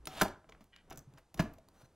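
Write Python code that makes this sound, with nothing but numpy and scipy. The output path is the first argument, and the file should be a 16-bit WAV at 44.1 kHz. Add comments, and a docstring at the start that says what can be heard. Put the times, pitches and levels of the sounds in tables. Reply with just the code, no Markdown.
"""Clicks, a scrape and two heavy knocks: a steel bar clamp is tightened on a wooden box in a workshop.
The jaw clicks free, slides along the bar and knocks against the box, ringing both and jolting the bench.
The handle creaks by stick-slip and ticks on its screw; the clamp shifts with the second knock,
and a hand rubs along the bar. Handling rumble, room tone and the small room's tail lie underneath."""
import sys
import numpy as np
from scipy import signal
from scipy.fft import rfft, irfft, next_fast_len
from scipy.io import wavfile
from scipy.ndimage import uniform_filter1d

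SR = 44100
rng = np.random.default_rng(int(sys.argv[2]) if len(sys.argv) > 2 else 0)


def to_wav(sig):
    """Store sig (one row per channel, or 1-D mono) as 16-bit WAV at the path in sys.argv[1].

    Samples outside -1..1 are clipped; the rate is SR.
    """
    pcm = np.clip(np.atleast_2d(sig), -1, 1) * 32767
    pcm = np.round(pcm).astype(np.int16)
    wavfile.write(sys.argv[1], SR, pcm.T)  # frames by channels


N = 85995
T = np.arange(N) / SR
N_FFT = next_fast_len(N + SR // 2)
HZ = np.fft.rfftfreq(N_FFT, 1 / SR)


def amp(db):
    """Decibels to gain."""
    return 10 ** (np.asarray(db) / 20)


def unit(x):
    """Scale to rms 1."""
    return x / np.sqrt(np.mean(x ** 2) + 1e-20)


def along(points, hz):
    """Interpolate (frequency [Hz], value) points on a log axis."""
    freqs_hz, values = np.transpose(points)
    return np.interp(np.log(hz + 1), np.log(freqs_hz + 1), values)


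def envelope(points):
    """Gain per sample from (time [s], level [dB]) points."""
    times_s, levels_db = np.transpose(points)
    return amp(np.interp(T, times_s, levels_db))


def filtered(x, response):
    """Apply a response on the HZ grid."""
    return irfft(rfft(x, N_FFT) * response, N_FFT)[..., :N]


def resonances(modes):
    """Causal response of (frequency [Hz], width [Hz], gain [dB]) peaks."""
    return sum(amp(db) * 1j * HZ * width_hz / (hz * hz - HZ ** 2 + 1j * HZ * width_hz)
               for hz, width_hz, db in modes)


def noise(colour):
    """Coloured noise of rms 1."""
    return unit(filtered(rng.standard_normal(N), amp(along(colour, HZ))))


def grains(depth, span_samples):
    """Noise with a randomly fluttering level."""
    flutter = unit(uniform_filter1d(rng.standard_normal(N), size=span_samples))
    return rng.standard_normal(N) * np.exp(depth * flutter)


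def fade(t, t60_s):
    """Exponential decay."""
    return np.exp(-np.log(1000) * t / t60_s)


def ring(hz, t60_s):
    """Damped sine starting at rms 1."""
    t = T[:SR // 2]
    return np.sqrt(2) * np.sin(2 * np.pi * hz * t) * fade(t, t60_s)


def add(track, start_s, x):
    """Mix x into the track."""
    part = track[max(round(start_s * SR), 0):][:len(x)]
    part += x[:len(part)]


def contacts():
    """Jaw, bar and box collide: short bursts of chatter, each with its own hardness."""
    # impacts (time [s], knock [dB], clack [dB], snap [dB], fizz [dB], t60 [s])
    hits = [ (0.0551, -69, -92, -48.5, -56, 0.019), (0.0713, -41.5, -39, -36, -40, 0.029),
            (0.2124, -33, -21.5, -27.5, -38, 0.014), (.215, -64, -28, -36, -29.5, 0.035),
            (.2172, -22, -61, -25.5, -25.5, 0.025), (.2195, -27, -22, -32, -57, 0.03),
            (0.2297, -31, -36, -38, -34, 0.019), (.234, -30, -50, -37, -34, 0.009),
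            (.252, -35.5, -43.5, -68, -66, 0.095), (0.2823, -47, -54.5, -46.5, -51, 0.016),
            (.443, -55.5, -57, -79, -90, 0.0093), (.4905, -57.5, -58, -62, -79.5, 0.03),
            (.495, -59.5, -65, -54, -65, 0.012), (0.5227, -60.5, -46.5, -57.5, -70, 0.016),
            (0.548, -65, -56.5, -77, -86, 0.023), (.607, -63, -65.5, -68, -72.5, 0.1),
            (0.6418, -92.5, -68, -70, -58, 0.0089), (.7625, -63, -51, -49, -62.5, 0.01),
            (0.8997, -77.5, -64, -61, -63, 0.028), (.906, -58, -66.5, -57, -51, 0.015),
            (0.9104, -45, -49, -56, -70, 0.045), (0.9236, -55.5, -51, -54, -68, 0.039),
            (.9275, -52, -61, -52, -52, 0.02), (.9745, -63, -58.5, -62, -46.5, 0.031),
            (1.1378, -83, -83, -60.5, -64, 0.0079), (1.174, -61.5, -59.5, -62.5, -82.5, 0.066),
            (1.182, -66, -59, -65, -62.5, 0.05), (1.3429, -52, -66, -49.5, -48.5, 0.024),
            (1.3748, -58, -63.5, -57, -60.5, 0.12), (1.3934, -32.5, -29, -40, -49, 0.026),
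            (1.3965, -38.5, -34.5, -40, -45, 0.027), (1.399, -36.5, -38, -37, -50, 0.051),
            (1.405, -34, -32, -48, -40.5, 0.012), (1.4248, -41, -42, -62, -43.5, 0.0054),
            (1.5377, -62, -77, -64.5, -65, 0.025), (1.5837, -64, -76.5, -61, -67, 0.019),
            (1.686, -60.5, -69, -63, -59.5, 0.017)]
    # knock, clack, snap and fizz bands (low edge [Hz], high edge before clipping [Hz])
    bands = [(330, 1110), (1000, 2447), (2000, 6260), (7000, 35400)]
    # spectrum common to all impacts (frequency [Hz], gain [dB])
    colour = [(300, 8.5), (410, -4.5), (640, 0.5), (950, 0), (2000, -4.5), (3200, 0.5), (5000, -3),
              (7000, -1), (15000, 2.5)]
    out, t = np.zeros(N), T[:SR // 8]
    edges_hz = np.clip(bands, 50, SR / 2 - 100)
    bandpasses = [signal.butter(3, band, 'bandpass', fs=SR, output='sos') for band in edges_hz]
    for start_s, *levels_db, t60_s in hits:
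        decay = fade(t, t60_s)
        for sos, db in zip(bandpasses, levels_db):
            burst = signal.sosfilt(sos, rng.standard_normal(len(t)) * decay)
            add(out, start_s, amp(db) * burst * np.linalg.norm(decay) / np.linalg.norm(burst))
    return filtered(out, amp(along(colour, HZ)))


def thumps(attack_s=0.0016):
    """A jolt swings the box's panels and the bench below."""
    # box jolts (time [s], level [dB], frequency [Hz], t60 [s], bench re box [dB])
    jolts = [(.002, -54.5, 56.6, .6, -7), (0.074, -50.5, 150, 0.2, 12), (0.2208, -23, 193.3, 0.079, 3.5),
             (0.609, -53, 206, 0.08, 4), (0.978, -50, 143, 0.11, 8.5), (1.075, -49, 134, 0.13, -3),
             (1.138, -55.5, 138, 0.22, -3), (1.348, -49.5, 167, 0.11, -5), (1.398, -17, 170, 0.057, -2.5),
             (1.438, -32.5, 218, 0.072, -15), (1.832, -52.5, 127, 0.087, 2)]
    # bench modes (frequency [Hz], level [dB], t60 [s])
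    bench_modes = [(34.7, -19, 0.14), (94, -24, 0.31), (263.8, -15, 0.078)]
    out = np.zeros(N)
    bench = sum(amp(db) * ring(hz, t60_s) for hz, db, t60_s in bench_modes)
    attack = 1 - np.exp(-T[:len(bench)] / attack_s)
    for start_s, db, hz, t60_s, bench_db in jolts:
        swing = ring(hz, t60_s) + amp(bench_db) * bench
        add(out, start_s, amp(db) * swing * attack)
    return out


def pings():
    """Nudged parts of clamp and box ring briefly."""
    # ringing parts (time [s], level [dB], frequency [Hz], t60 [s])
    nudges = [(0.0562, -43, 9520, 0.018), (.072, -54.5, 753, 0.49), (.2124, -20, 1556, 0.013),
              (.492, -56, 453, 0.072), (.9104, -47, 788, 0.024), (1.395, -34.5, 1703, 0.06),
              (1.396, -33.5, 648, 0.044), (1.5365, -55, 14200, 0.012), (1.585, -54, 650, 0.057),
              (1.687, -60.5, 4600, 0.0092)]
    out = np.zeros(N)
    for start_s, db, hz, t60_s in nudges:
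        add(out, start_s, amp(db) * ring(hz, t60_s))
    return out


def slide(grit_db=-9.5):
    """The jaw scrapes along the bar: fine grains, and coarser ones that ring the jaw."""
    # scrape envelope (time [s], level [dB])
    stroke = [(.07, -100), (.085, -75), (.115, -55.5), (.16, -51.5), (.177, -46.5), (.19, -48), (.21, -42),
              (.235, -130)]
    # fine-grain spectrum (frequency [Hz], gain [dB])
    colour = [(80, -2), (300, 0), (800, 2), (2000, -5), (3400, -0.5), (5500, -14.5), (12000, -15),
              (16000, -19.5)]
    # jaw modes (frequency [Hz], width [Hz], gain [dB])
    jaw_modes = [(3320, 2100, 6), (6900, 640, -12.5)]
    fine = unit(filtered(grains(depth=.2, span_samples=30), amp(along(colour, HZ))))
    coarse = unit(filtered(grains(depth=.7, span_samples=70), resonances(jaw_modes)))
    return envelope(stroke) * (fine + amp(grit_db) * coarse)


def body(x, ring_db=-4, notch_hz=539, notch_width_hz=77):
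    """Box and bar colour whatever strikes or scrapes them; the box radiates little at the notch."""
    # box and bar modes (frequency [Hz], width [Hz], gain [dB])
    box_modes = [(643, 90, 2), (787, 18, 5.5), (988, 28, -8.5), (1164, 10, -2), (1329, 100, 4),
                 (1420, 12, -0.5), (1664, 110, -6), (2030, 45, -6.5)]
    bar_modes = [(3743, 60, -8), (6370, 100, -3), (6890, 90, 2)]
    notch = 1 - resonances([(notch_hz, notch_width_hz, 0)])
    ringing = amp(ring_db) * resonances(box_modes + bar_modes)
    return filtered(x, notch * (1 + ringing))


def rattle(t60_s=0.014):
    """Each tick of the loose handle chatters on the steel screw."""
    # handle ticks (time [s], level [dB])
    ticks = [(0.9, -46), (0.906, -42), (.958, -48), (0.9741, -39), (0.982, -43.5), (0.991, -42.5)]
    # screw modes (frequency [Hz], width [Hz], gain [dB])
    screw_modes = [(6130, 1050, 3), (12120, 470, -1), (12800, 440, -4), (15300, 450, -5.5)]
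    out, t = np.zeros(N), T[:SR // 8]
    for start_s, db in ticks:
        add(out, start_s, amp(db) * rng.standard_normal(len(t)) * fade(t, t60_s))
    return filtered(out, resonances(screw_modes))


def creak(slips_per_s=950, gap_scatter=.25, size_scatter_db=5, low_hz=1260, high_hz=3950):
    """The handle sticks and slips fast, in steps of uneven length and size."""
    # creak envelope (time [s], level [dB])
    turn = [(.722, -82), (.728, -64), (.74, -63), (.748, -68), (.76, -64), (.772, -68), (.793, -65.5),
            (.82, -77.5), (.84, -120)]
    # handle modes (frequency [Hz], width [Hz], gain [dB])
    handle_modes = [(1600, 110, -3), (1930, 100, 1), (2350, 200, -3), (2950, 150, 2)]
    gaps_s = np.exp(gap_scatter * rng.standard_normal(4000)) / slips_per_s
    onsets = np.round(np.cumsum(gaps_s) * SR).astype(int)
    sizes = amp(size_scatter_db * rng.standard_normal(N))
    slips = np.bincount(onsets[onsets < N], minlength=N) * sizes
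    bandpass = 1 / (1 + (HZ / high_hz) ** 4) / (1 + (low_hz / (HZ + 1)) ** 4)
    ringing = unit(filtered(slips, bandpass * resonances(handle_modes)))
    return envelope(turn) * ringing * (T > turn[0][0])


def rub():
    """A hand slides on the bar and squeaks faintly."""
    # rub and squeak envelopes (time [s], level [dB])
    stroke = [(1.7, -100), (1.745, -71.5), (1.79, -71.5), (1.82, -61.5), (1.835, -75), (1.858, -67),
              (1.87, -84), (1.95, -80)]
    squeak_swell = [(1.7, -105), (1.79, -74), (1.82, -79), (1.835, -81), (1.848, -71.5), (1.862, -68.5),
                    (1.872, -110)]
    # friction spectrum (frequency [Hz], gain [dB])
    colour = [(150, -24), (500, 5.5), (1400, 1), (2200, -7), (6000, -12), (10000, -13), (16000, -13.5)]
    # squeak peaks, applied twice (frequency [Hz], width [Hz], gain [dB])
    squeak_peaks = [(1450, 130, 0), (4100, 280, -1), (6000, 260, 1)]
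    squeak = unit(filtered(rng.standard_normal(N), resonances(squeak_peaks) ** 2))
    return envelope(stroke) * noise(colour) + envelope(squeak_swell) * squeak


def room(x, build_s=0.0058):
    """The workshop's short tail, duller as it dies; drawn anew per call."""
    # room decay (frequency [Hz], t60 [s])
    decay_times = [(150, 0.45), (400, 0.24), (1000, 0.36), (3000, 0.26), (7000, 0.24), (15000, 0.11)]
    # tail spectrum (frequency [Hz], gain [dB])
    send = [(60, -22), (170, -23), (320, -3.5), (800, -10), (1500, -11), (4000, -12), (12000, -12.5)]
    hz, t, spectra = signal.stft(rng.standard_normal(SR * 3 // 4), SR, nperseg=256)
    shape = fade(t, along(decay_times, hz)[:, None]) * (1 - np.exp(-t / build_s))
    band_rms = np.sqrt(np.mean(shape ** 2, axis=1, keepdims=True))
    shape *= amp(along(send, hz))[:, None] / band_rms
    tail = signal.istft(spectra * shape, SR, nperseg=256)[1]
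    return signal.fftconvolve(x, tail / np.sqrt(len(tail)))[:N]


def handling():
    """Low handling rumble that swells around the knocks and ticks."""
    # rumble envelope (time [s], level [dB])
    swells = [(0, -69), (.07, -59.5), (.13, -59.5), (.3, -55.5), (.43, -73), (.53, -61), (.7, -77.5),
              (.78, -72.5), (.84, -70), (.93, -54), (1.0, -58.5), (1.05, -70.5), (1.17, -62), (1.26, -81.5),
              (1.33, -72.5), (1.4, -41), (1.55, -62.5), (1.66, -69.5), (1.95, -71)]
    # rumble spectrum (frequency [Hz], gain [dB])
    colour = [(12, -10), (30, 5.5), (60, -1.5), (150, -4), (300, -6.5), (700, -14.5), (1500, -21),
              (5000, -44)]
    return envelope(swells) * noise(colour)


def room_tone(level_db=-72.5):
    """Steady, dull background noise."""
    # background spectrum (frequency [Hz], gain [dB])
    colour = [(20, 4), (100, 0.5), (250, -9), (800, -10), (2000, -21.5), (6000, -25), (10000, -26.5),
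              (16000, -41)]
    return amp(level_db) * noise(colour)


def scene(tail_span_s=.65, port_lag_s=.000021):
    """Clamp, rumble and room reach two closely spaced microphone ports, the right one first."""
    clamp = body(contacts() + slide()) + thumps() + pings() + rattle() + creak() + rub()
    echoes = sum(room(clamp * (T // tail_span_s == k)) for k in range(3))  # one tail per span
    air = clamp + echoes + handling() + room_tone()
    sides = np.array([[-1], [1]])
    return filtered(air, np.exp(1j * np.pi * HZ * port_lag_s * sides))


def record(dry):
    """Low-pass with a steep linear edge."""
    cutoff_hz, edge_hz = 15900, 300
    return filtered(dry, np.clip((cutoff_hz - HZ) / edge_hz + .5, 0, 1))


dry = scene()
out = record(dry)
to_wav(out)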